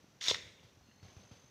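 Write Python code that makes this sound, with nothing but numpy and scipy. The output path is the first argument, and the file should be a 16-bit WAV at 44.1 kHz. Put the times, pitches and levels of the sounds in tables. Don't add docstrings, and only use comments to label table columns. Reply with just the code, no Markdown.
import sys
import numpy as np
from scipy import signal
from scipy.fft import rfft, irfft
from scipy.io import wavfile
from scipy.ndimage import uniform_filter1d

SR = 44100
rng = np.random.default_rng(int(sys.argv[2]) if len(sys.argv) > 2 else 0)


def unload_wav(signal):
    wavfile.write(
        sys.argv[1],
        SR,
        np.round(np.clip(np.atleast_2d(signal).T, -1, 1) * 32767).astype(np.int16),
    )


def level_to_linear(level):
    exponent = np.asarray(level, float) / 20
    return 10 ** exponent


N = 66150


def at_hz(points, hz, axis=1):
    points = np.array(points)
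    return np.interp(np.log(hz), np.log(points[:, 0]), points[:, axis])


def rms_one(x):
    return x / np.sqrt(np.mean(x ** 2) + 1e-20)


def band_pass(x, low_hz, high_hz, order=2):
    return signal.sosfilt(signal.butter(order, [low_hz, high_hz], "band", fs=SR, output="sos"), x)


def drift(rate_hz):
    r = np.exp(-2 * np.pi * rate_hz / SR)
    wander = signal.lfilter([1], [1, -2 * r, r * r], rng.standard_normal(N + SR))
    return rms_one(wander[SR:])


def ring(clicks, hz, t60):
    r = level_to_linear(-60 / (t60 * SR))
    w = 2 * np.pi * hz / SR
    return signal.lfilter([0, np.sin(w)], [1, -2 * r * np.cos(w), r * r], clicks + 1e-18)


def coloured(x, spectrum, peaks=()):
    hz = np.maximum(np.arange(len(x) // 2 + 1) * SR / len(x), 1)
    lift_db = sum(db / (1 + ((hz - mid) / width * 2) ** 2) for mid, width, db in peaks)
    return rms_one(irfft(rfft(x) * level_to_linear(at_hz(spectrum, hz) + lift_db), len(x)))


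def crackle(spectrum, peaks):
    cracks_per_s, spread_db, cycles, clump_db = 16000, 2.5, 7.0, 1.5
    sizes = level_to_linear(spread_db * np.minimum(rng.exponential(1, N), 5)) * rng.choice([-1, 1], N)
    born = rng.random(N) < cracks_per_s * level_to_linear(clump_db * drift(150)) / SR
    pitches = np.geomspace(250, 16000, 30)
    dealt = rng.integers(0, 30, N)
    flat = np.zeros(N)
    for k, hz in enumerate(pitches):
        rung = ring(sizes * born * (dealt == k), hz, cycles / hz)
        flat += rms_one(rung) * np.sqrt(hz)
    return coloured(flat, spectrum, peaks)


# (pitch [Hz], level [dB per Hz])
AIR_COLOUR = [(30, -16), (100, -2), (300, -9), (800, -12.5), (4400, -19), (6500, -20.5), (8500, -33),
              (15500, -32.5)]


def air():
    hiss = level_to_linear(-68.5) * coloured(rng.standard_normal(N), AIR_COLOUR)
    rumble = rms_one(band_pass(rng.standard_normal(N), 60, 266))
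    lumps_db = 3 * drift(34)
    return hiss + level_to_linear(-73 + lumps_db) * rumble


# (start [s], end [s], pitch [Hz], width [Hz], level [dB])
INSECT_CALLS = [
    (-.1, .85, 5950, 500, -80),
    (.84, 1.04, 6230, 200, -78),
    (1.02, 1.6, 6200, 300, -72),
    (.865, .935, 2820, 250, -76),
    (.82, 1.02, 4270, 120, -79),
    (1.0, 1.08, 4380, 120, -76),
    (1.04, 1.13, 2250, 120, -79),
    (.57, .72, 3450, 400, -78),
]


def insects():
    trill_per_s, depth, fade_s, evenness = 48, .55, .02, .6
    out, t = np.zeros(N), np.arange(N) / SR
    for start, end, hz, width, db in INSECT_CALLS:
        call = band_pass(rng.standard_normal(N), hz - width / 2, hz + width / 2)
        envelope = np.abs(signal.hilbert(rms_one(call)))
        call = rms_one(call / (envelope + .1) ** evenness)
        throb = 1 + depth * np.sin(2 * np.pi * trill_per_s * t + .6 * drift(4))
        fade = np.clip(np.minimum(t - start, end - t) / fade_s, 0, 1)
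        out += level_to_linear(db) * call * throb * fade
    return out


# (time [s], level [dB], decay [dB per s])
LITTER_STIRS = [
    (.0, -71.5, 91),
    (.63, -65, 111),
    (1.029, -62.5, 60),
    (1.082, -76, 55),
    (1.165, -70, 68),
    (1.23, -79, 38),
    (1.313, -66.5, 75),
]
# (pitch [Hz], level [dB per Hz])
LITTER_COLOUR = [(250, -4), (500, 3.5), (1500, -7), (3500, -3.5), (6000, -7), (7500, -18), (11000, -24),
                 (15500, -30)]


def stirred_litter():
    t = np.arange(N) / SR
    level = np.zeros(N)
    for s, db, fall in LITTER_STIRS:
        level += level_to_linear(db - fall * np.maximum(t - s, 0)) * (t >= s)
    return uniform_filter1d(level, size=80) * crackle(LITTER_COLOUR, [])


# (time [s], peak level [dB], pitch [Hz], ring t60 [s])
SOIL_THUDS = [(0.0419, -47.5, 235, 0.014), (0.08, -59, 202, 0.033), (0.281, -49.5, 100, 0.073),
              (0.315, -42.5, 91.5, 0.066), (.345, -48.5, 86, 0.09), (.43, -51.5, 78, 0.069),
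              (0.459, -51, 91, .1), (0.502, -55, 105, 0.057), (0.601, -60, 68, 0.11),
              (0.643, -53.5, 113, 0.12), (.77, -55, 103, 0.076), (.81, -56, 75, 0.11),
              (0.886, -56, 203, 0.054), (1.028, -45.5, 98, .1), (1.0505, -48, 105, .08),
              (1.0835, -52, 100, .09), (1.1664, -42.5, 92, .065), (1.3112, -49, 210, .03),
              (1.3148, -45, 104, .085), (1.194, -56.5, 191, 0.16), (1.441, -53.5, 124, .06)]


def thuds():
    extra_pitch, sag_s, rise_s, lead_rad = .4, .003, .0005, 1.5
    out, t = np.zeros(N), np.arange(N) / SR
    for s, db, hz, t60 in SOIL_THUDS:
        u = np.maximum(t - s, 0)
        phase = 2 * np.pi * hz * (u + extra_pitch * sag_s * (1 - np.exp(-u / sag_s)))
        rise = 1 - np.exp(-(u / rise_s) ** 2)
        out += level_to_linear(db - 60 * u / t60) * rise * np.cos(phase - lead_rad)
    return out


# (pitch [Hz], level [dB], t60 [s])
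TRUNK_ECHO = [(100, 7.5, 1), (370, -12, 1), (930, -17.5, 0.78), (2160, -4.5, 0.58), (3460, -18, 0.73),
              (5560, -11.5, 0.43), (11500, -14, 1)]


def wood(x):
    t, echo = np.arange(N) / SR, np.zeros(N)
    edges = 60 * 2 ** np.arange(0, 8.6, .5)
    for low, high in zip(edges, edges[1:]):
        noise = band_pass(rng.standard_normal(N), low, min(high, 20000))
        hz = np.sqrt(low * high)
        t60 = at_hz(TRUNK_ECHO, hz, axis=2)
        even_energy = np.sqrt(6 * np.log(10) / t60 / SR)
        echo += noise * level_to_linear(at_hz(TRUNK_ECHO, hz) - 60 * t / t60) * even_energy
    build_up = 1 - np.exp(-(t / 0.0027) ** 2)
    return signal.fftconvolve(x, echo * build_up)[:N]


# (time [s], level [dB])
FOOT_WEIGHT = [
    (0.205, -70),
    (0.213, -44),
    (0.239, -41.5),
    (0.276, -36.5),
    (0.283, -35),
    (0.294, -32.5),
    (0.313, -35),
    (0.318, -40.5),
    (.37, -50.5),
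]
# (pitch [Hz], level [dB per Hz])
LEAF_COLOUR = [(250, -29.5), (1200, -14), (2400, -18), (3600, -4.5), (5400, -10), (7200, -15.5),
               (12500, -34), (15500, -29)]
# (pitch [Hz], width [Hz], lift [dB])
LEAF_HUMPS = [(2030, 630, 9), (3600, 1300, 6), (5660, 860, 9), (6630, 640, 8.5)]


def foot():
    s, db = np.transpose(FOOT_WEIGHT)
    weight_db = np.interp(np.arange(N) / SR, s, db, left=-120, right=-120)
    return level_to_linear(weight_db) * crackle(LEAF_COLOUR, LEAF_HUMPS)


# (time [s], peak level [dB], pitch [Hz], ring t60 [s])
TWIG_SNAPS = [(0.2102, -37.5, 3500, 0.015), (0.2145, -35.5, 2150, 0.015), (0.215, -41, 4770, 0.0044),
              (0.2194, -44.5, 2360, 0.0043), (0.2267, -34, 4200, 0.0046), (0.2409, -27, 4540, 0.0077),
              (0.2636, -34, 2280, 0.016), (0.265, -44, 3530, 0.011), (.2735, -26, 3600, .02),
              (0.2835, -14, 4000, 0.0064), (0.283, -21, 5450, 0.0089), (0.2866, -19, 5310, 0.012),
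              (0.2905, -31, 5200, .01), (.2992, -20, 3600, 0.016), (0.3091, -20.5, 4180, 0.0058),
              (0.3117, -27, 478, 0.018), (.3122, -32, 658, 0.021), (0.3115, -22, 3740, 0.0074),
              (.313, -26.5, 985, 0.014), (.3005, -27, 4960, 0.0091), (.305, -25, 4630, 0.014),
              (.322, -49, 562, 0.044), (.3455, -28, 1966, 0.014), (0.3466, -30.5, 3770, 0.012),
              (.913, -57.5, 1900, 0.0085), (.81, -62, 795, 0.021)]


def twigs():
    click_db, side_db, splinter_s, top_hz = -8, -6.5, 0.0011, 7200
    out, chance = np.zeros(N), rng.random((len(TWIG_SNAPS), 5))
    for (s, db, hz, t60), c in zip(TWIG_SNAPS, chance):
        clicks = np.zeros(SR // 8)
        later = 1 + c[:2] * splinter_s * SR
        clicks[[0, *later.astype(int)]] = [1, -.6, .5]
        upper = ring(clicks, hz * (1.25 + .2 * c[2]), t60 * .5)
        lower = ring(clicks, hz * (.6 + .2 * c[3]), t60 * .5)
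        sound = ring(clicks, hz, t60) + level_to_linear(side_db) * (upper - lower) + level_to_linear(click_db) * clicks
        sound = band_pass(sound, 200, top_hz)
        i = int(s * SR)
        out[i:i + len(clicks)] += (level_to_linear(db) * sound / np.abs(sound).max())[:N - i]
    return out


# (time [s], peak level [dB], lowest [Hz], highest [Hz])
DRY_TICKS = [(.2828, -34, 300, 11500), (.3118, -29, 300, 3000), (.3443, -28, 800, 5300),
             (.3552, -31, 150, 3000), (.584, -57, 1800, 3200), (.595, -56, 1800, 3200),
             (.9985, -56, 1400, 3000), (1.029, -54, 500, 5000), (1.083, -55, 1500, 5000),
             (1.1671, -55, 400, 2500), (1.312, -56, 300, 2000), (1.37, -56, 500, 5000)]


def ticks():
    t60, rise_s = .009, .0003
    t = np.arange(1024) / SR
    out = np.zeros(N + SR)
    fade = level_to_linear(-60 * t / t60) * (1 - np.exp(-t / rise_s))
    for s, db, low, high in DRY_TICKS:
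        sound = band_pass(rng.standard_normal(len(t)) * fade, low, high, order=4)
        i = int(s * SR)
        out[i:i + len(t)] += level_to_linear(db) * sound / np.abs(sound).max()
    return out[:N]


def scene():
    background = air() + insects() + stirred_litter()
    soil = thuds()
    near = foot() + twigs() + ticks()
    return (background + soil + near + wood(near + 0.079 * soil))[None]


def band_limit(x):
    return signal.sosfilt(signal.butter(12, 15670, fs=SR, output="sos"), x)


def record(dry):
    mix = signal.sosfilt(signal.butter(3, 52, "high", fs=SR, output="sos"), dry)
    mix = signal.sosfilt(signal.cheby2(12, 60, 16400, fs=SR, output="sos"), mix)
    return band_limit(mix)


dry = scene()
out = record(dry)
unload_wav(out)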